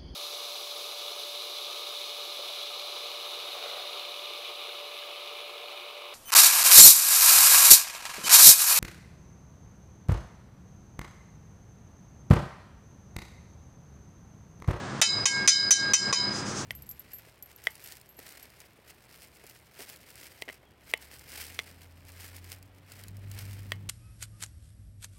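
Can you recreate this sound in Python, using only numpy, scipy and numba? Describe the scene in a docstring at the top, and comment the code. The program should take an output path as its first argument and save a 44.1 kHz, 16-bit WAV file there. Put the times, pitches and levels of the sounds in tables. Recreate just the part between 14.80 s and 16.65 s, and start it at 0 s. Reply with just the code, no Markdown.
"""Outdoors, distant traffic rumbles over a low drone and a thin hiss, and a steel wheel rim hums faintly.
A steel bar then strikes the rim six times, close to a phone. Each impact excites the normal modes of
both bodies: a short dense clang dies away and leaves the rim ringing, its close pairs of modes beating.
The phone's gain control ducks the traffic at each blow and lets ring and traffic swell back.
Last, a hand brushes over the rim three times, and the friction makes a soft hiss."""
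import sys
import numpy as np
from scipy import signal
from scipy.fft import rfft, irfft, next_fast_len
from scipy.io import wavfile
from scipy.ndimage import uniform_filter1d, minimum_filter1d
from numba import njit

SR = 44100
rng = np.random.default_rng(int(sys.argv[2]) if len(sys.argv) > 2 else 0)


def transcribe(signal):
    """Save signal, clipped to [-1, 1], as a 16-bit WAV file at the path in sys.argv[1]."""
    frames = np.atleast_2d(signal).T
    limited = np.clip(frames, -1, 1)
    pcm = np.round(limited * 32767).astype(np.int16)
    wavfile.write(sys.argv[1], SR, pcm)


N = 81585

# background noise spectra (frequency [Hz], relative density [dB])
TRAFFIC_SPECTRUM = [(15, -64), (25, -73), (54, -25), (134, 3), (162, -5.5), (200, 4), (232, -4), (371, -2),
                    (404, -6.5), (604, -10.5), (867, -11), (1240, -8), (2030, -17.5), (2210, -20),
                    (4000, -43.5), (5200, -63), (8800, -120)]
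DRONE_SPECTRUM = [(20, -63), (75, -34), (95, 6), (112, 4), (135, -23), (400, -71)]
HISS_SPECTRUM = [(1000, 0), (4000, -6), (6500, -7.5), (9000, -17.5), (11000, -36), (16000, -57)]
# slow swell of the traffic (time [s], level [dB])
TRAFFIC_SWELL = [(0, -36.5), (.7, -36), (1.3, -34.5), (1.85, -37)]
# blows of the bar (time [s], rim gain [dB], extra gain of the rim's first mode [dB], second mode [dB],
# middle modes [dB], shimmer mode [dB], upper modes [dB], clang gain [dB], clang tilt [dB/octave],
# crack gain [dB], bar gain [dB], knock gain [dB])
BLOWS = [(0.2146, -8, 10, 6.5, 6.5, 1, 3, 2.5, -0.5, 0.5, -12, -14),
         (0.455, -14.5, 25, 18, 3, 5, 9.5, -2.5, 1.5, -35, -10, -1.5),
         (0.6756, 2.5, 10, 3.5, 0.5, 2, 2.5, 3.5, 1, -6, 4.5, -7.5),
         (.9072, -6.5, 20.5, 3, 4.5, -9, 2.5, 0, 4, 1, 6, -18),
         (1.1343, -9.5, 19.5, 4.5, -4.5, 4, 5.5, -2.5, 1.5, -8, -1.5, -8),
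         (1.3262, -8.5, 12, 3.5, -1.5, 2, -2, -11, -2, -28, -14, 1.5)]
# spectra of the contact and of the wheel's dense modes (frequency [Hz], relative density [dB])
CRACK_SPECTRUM = [(80, -25), (400, 2), (1000, -4.5), (2200, 7), (4500, -24), (7000, 8), (10000, -6.5),
                  (15500, -10.5)]
CLANG_SPECTRUM = [(100, -26), (400, -22), (900, -6.5), (1500, -8), (2100, -1.5), (3300, -4), (4600, -4),
                  (6200, 7), (7800, -4.5), (9700, -9.5), (11500, -31), (16000, -41)]
# quickly damped modes of the rim (frequency [Hz], level [dB], t60 [s])
CLANG_MODES = [(1977, -7, 0.094), (2114, -16.5, 0.1), (2490, -1, 0.052), (2700, -16, 0.027),
               (3070, -2, 0.14), (3788, -4, 0.11), (4345, -9, 0.17), (6860, -11.5, 0.12), (7220, -4, 0.11),
               (8300, -14.5, 0.18)]
# modes of the hand-held bar (frequency [Hz]) and, in the same order, (level [dB], t60 [s])
BAR_HZ = [5500, 5695, 5954, 6083, 6108, 6178, 6348, 6800]
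BAR_DECAYS = [(-12, 0.18), (-2.5, 0.15), (3.5, 0.075), (8, 0.099), (0, 0.14), (2.5, 0.11), (-32, 0.25),
              (-11, 0.15)]
# low modes of the whole wheel (frequency [Hz], level [dB], t60 [s])
KNOCK_MODES = [(465, -10, 0.037), (700, -26, .03), (983, -30, 0.7), (1020, -18, .04), (1108, -1.5, 0.044),
               (1220, -40, .04)]
# long modes of the rim (frequency [Hz]) and, in the same order, (level [dB], t60 [s])
RIM_HZ = [1615, 2182.3, 3044, 3079, 3603, 3813.5, 3963.7, 3969, 4184, 4343, 4967.4, 4994.8, 5070.2, 5708,
          6416, 6831, 6934, 7322, 7402, 8235, 8325, 9570, 11050, 14680]
RIM_DECAYS = [(-31, 1.084), (-19.5, 0.54), (-23, 0.39), (-10, 0.25), (-18, .28), (-17.5, 0.36),
              (-13.5, 0.48), (-17.5, 0.44), (-15.5, 0.43), (-27, 0.28), (-9, 0.8), (-2.5, 0.46),
              (-4.5, 0.34), (-26, 0.35), (-18.5, 0.3), (-1, 0.16), (-23, .3), (-15, 0.23), (-14, 0.27),
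              (-29.5, .4), (-27.5, 0.26), (-23.5, 0.2), (-34, 0.17), (-45, 0.24)]
# boundaries between seven groups of rim modes (frequency [Hz])
RIM_GROUP_EDGES = [2000, 2600, 3400, 4100, 5030, 5300]
# strokes of the hand (centre time [s], duration [s], level [dB])
BRUSH_STROKES = [(1.576, 0.097, -39), (1.693, 0.081, -39), (1.792, 0.091, -36.5)]
# friction noise of the hand (frequency [Hz], relative density [dB])
BRUSH_SPECTRUM = [(1500, -9), (4000, -4), (6200, 7.5), (8000, -3), (10000, -11.5), (12000, -38),
                  (15000, -25)]

RISE_S, CONTACT_DAMP_S = 0.0009, 0.034  # time constants
CLANG_T60_S, CLANG_PIVOT_HZ, T60_SCATTER = 0.075, 4860, 0.33
STRIKE_SCATTER_DB, STRIKE_SCATTER_RAD = 1.5, 0.7
THRESHOLD_DB, RATIO, MAX_CUT_DB, RELEASE_DB_S = -28, 4.12, 20, 172
LOOKAHEAD_S, DETECT_S, GAIN_SMOOTH_S = 0.0017, 0.0088, 0.0095
CEILING_DB, LIMIT_S, LOWPASS_HZ = -9.5, 0.00017, 15700


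def undb(db):
    return 10 ** (np.asarray(db) / 20)


def fade(t, t60):
    """Exponential decay, 60 dB down after t60."""
    return np.exp(-np.log(1000) * np.maximum(t, 0) / t60)


def noise(spectrum, size=N):
    """Spectral shaping: white noise is filtered, then scaled to unit variance."""
    hz, db = np.array(spectrum, float).T
    n = next_fast_len(size, True)
    octave = np.log2(np.maximum(np.fft.rfftfreq(n, 1 / SR), 1))
    white = rng.standard_normal(N + N // 2)[:n]
    shaped = irfft(rfft(white) * undb(np.interp(octave, np.log2(hz), db)), n)[:size]
    return shaped / shaped.std()


def ring(t, modes):
    """Modal superposition: damped sinusoids start at t = 0, neighbours in opposite directions."""
    return sum((-1) ** k * undb(db) * fade(t, t60) * np.sin(2 * np.pi * hz * t)
               for k, (hz, db, t60) in enumerate(modes))


def outdoors(t):
    """Incoherent sources add in power: distant traffic, a low drone and a thin hiss."""
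    rumble = noise(list(TRAFFIC_SPECTRUM) + [(9000, -62), (16000, -88)])
    swell = undb(np.interp(t, *np.array(TRAFFIC_SWELL).T))
    return rumble * swell + undb(-48) * noise(DRONE_SPECTRUM) + undb(-44) * noise(HISS_SPECTRUM)


def rim_hum(t, hz=1674):
    """Free vibration: one lightly damped mode of the rim is already sounding at the start."""
    return undb(-48.5) * fade(t, t60=5.1) * np.sin(2 * np.pi * hz * t)


def crack(t):
    """A brief contact has a broad spectrum: a burst of quickly decaying noise."""
    return undb(4) * noise(CRACK_SPECTRUM, size=len(t)) * fade(t, t60=0.038)


def dense_modes(count=300, size=12000):
    """Close-packed modes of the wheel and their unit responses; damping rises above the pivot."""
    chance = rng.standard_normal((count, 2))
    hz = np.linspace(400, 15500, count) + 25 * chance[:, 0]
    t60 = CLANG_T60_S * np.maximum(hz / CLANG_PIVOT_HZ, 1) ** -0.1 * np.exp(T60_SCATTER * chance[:, 1])
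    t = np.arange(size) / SR
    return hz, fade(t, t60[:, None]) * np.sin(2 * np.pi * hz[:, None] * t)


def clang(t, dense, tilt_db):
    """Modal overlap: randomly excited short modes merge into a wash, beside a few distinct ones."""
    hz, responses = dense
    curve_hz, curve_db = np.array(CLANG_SPECTRUM, float).T
    mode_db = np.interp(np.log(hz), np.log(curve_hz), curve_db) + tilt_db * np.log2(hz)
    gains = rng.standard_normal(len(hz)) * undb(mode_db)
    gains /= np.sqrt(np.sum(gains ** 2) / 2)  # unit initial power
    wash = np.pad(gains @ responses, (0, len(t)))[:len(t)]
    distinct = [(f, db + tilt_db * np.log2(f / CLANG_PIVOT_HZ), t60) for f, db, t60 in CLANG_MODES]
    return undb(7) * wash + ring(t, distinct)


def bar_note(t):
    """Action and reaction: the impact also excites the modes of the hand-held bar."""
    return ring(t, [(hz, db, t60) for hz, (db, t60) in zip(BAR_HZ, BAR_DECAYS)])


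def wheel_knock(t):
    """Impulse response of the whole wheel in its low modes."""
    return ring(t, KNOCK_MODES)


def rim_ring(t, group_db):
    """Interference: close long modes beat, with amplitudes and phases that vary from blow to blow."""
    extra_db = np.array(group_db)[np.searchsorted(RIM_GROUP_EDGES, RIM_HZ)]
    out = np.zeros(len(t))
    for k, (hz, (db, t60)) in enumerate(zip(RIM_HZ, RIM_DECAYS)):
        amplitude = (-1) ** k * undb(db + extra_db[k] + rng.normal(0, STRIKE_SCATTER_DB))
        phase = rng.normal(0, STRIKE_SCATTER_RAD)
        out += amplitude * fade(t, t60) * np.sin(2 * np.pi * hz * t + phase)
    return out


def blow(t, dense, rim_db, first_db, second_db, middle_db, shimmer_db, upper_db,
         clang_db, tilt_db, crack_db, bar_db, knock_db):
    """Impact excitation: where the bar lands sets how strongly each group of modes responds."""
    response = (undb(rim_db) * rim_ring(t, [first_db, second_db, 0, middle_db, 0, shimmer_db, upper_db])
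                + undb(crack_db) * crack(t)
                + undb(clang_db) * clang(t, dense, tilt_db)
                + undb(bar_db) * bar_note(t)
                + undb(knock_db) * wheel_knock(t))
    return response * (1 - np.exp(-t / RISE_S))


def hammering(t):
    """Contact damping: each new blow stops the vibration left by the one before."""
    dense = dense_modes()
    ends = [row[0] for row in BLOWS[1:]] + [t[-1]]
    out = np.zeros(N)
    for (start, *balance), end in zip(BLOWS, ends):
        on = (t >= start) & (t < end + 10 * CONTACT_DAMP_S)
        damping = np.exp(-np.maximum(t[on] - end, 0) / CONTACT_DAMP_S)
        out[on] += blow(t[on] - start, dense, *balance) * damping
    return out


def brushing(t):
    """Sliding friction: a hand on dusty steel makes a hiss that swells and fades with each stroke."""
    strokes = sum(undb(db) * np.exp(-np.abs(2 * (t - centre) / duration) ** 3)
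                  for centre, duration, db in BRUSH_STROKES)
    return strokes * noise(BRUSH_SPECTRUM)


def scene():
    """Linear superposition: the pressures of all sources add in one channel."""
    t = np.arange(N) / SR
    return (hammering(t) + brushing(t) + outdoors(t) + rim_hum(t))[None]


def smooth(x, seconds):
    """Running mean."""
    return uniform_filter1d(x, max(int(seconds * SR), 1))


@njit
def recover(cut, step):
    """Peak detection: follows a rising cut at once and lets go at a steady rate."""
    out, held = np.empty(len(cut)), 0.
    for i in range(len(cut)):
        held = max(cut[i], held - step)
        out[i] = held
    return out


def record(dry):
    """Dynamic range compression: look-ahead gain control and a fast peak limiter, then a low-pass."""
    x, t = dry[0], np.arange(N) / SR
    level_db = 10 * np.log10(np.maximum(smooth(x ** 2, DETECT_S), 1e-12))
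    wanted_cut_db = np.clip((level_db - THRESHOLD_DB) * (1 - 1 / RATIO), 0, MAX_CUT_DB)
    cut_db = smooth(recover(wanted_cut_db, RELEASE_DB_S / SR), GAIN_SMOOTH_S)
    ducked = x * undb(-np.interp(t + LOOKAHEAD_S, t, cut_db))
    safe_gain = np.minimum(1, undb(CEILING_DB) / (np.abs(ducked) + 1e-9))
    limited = ducked * smooth(minimum_filter1d(safe_gain, int(LIMIT_S * SR)), LIMIT_S)
    lowpass = signal.ellip(8, .2, 70, LOWPASS_HZ, fs=SR, output="sos")
    return signal.sosfilt(lowpass, limited)[None]


dry = scene()
out = record(dry)
transcribe(out)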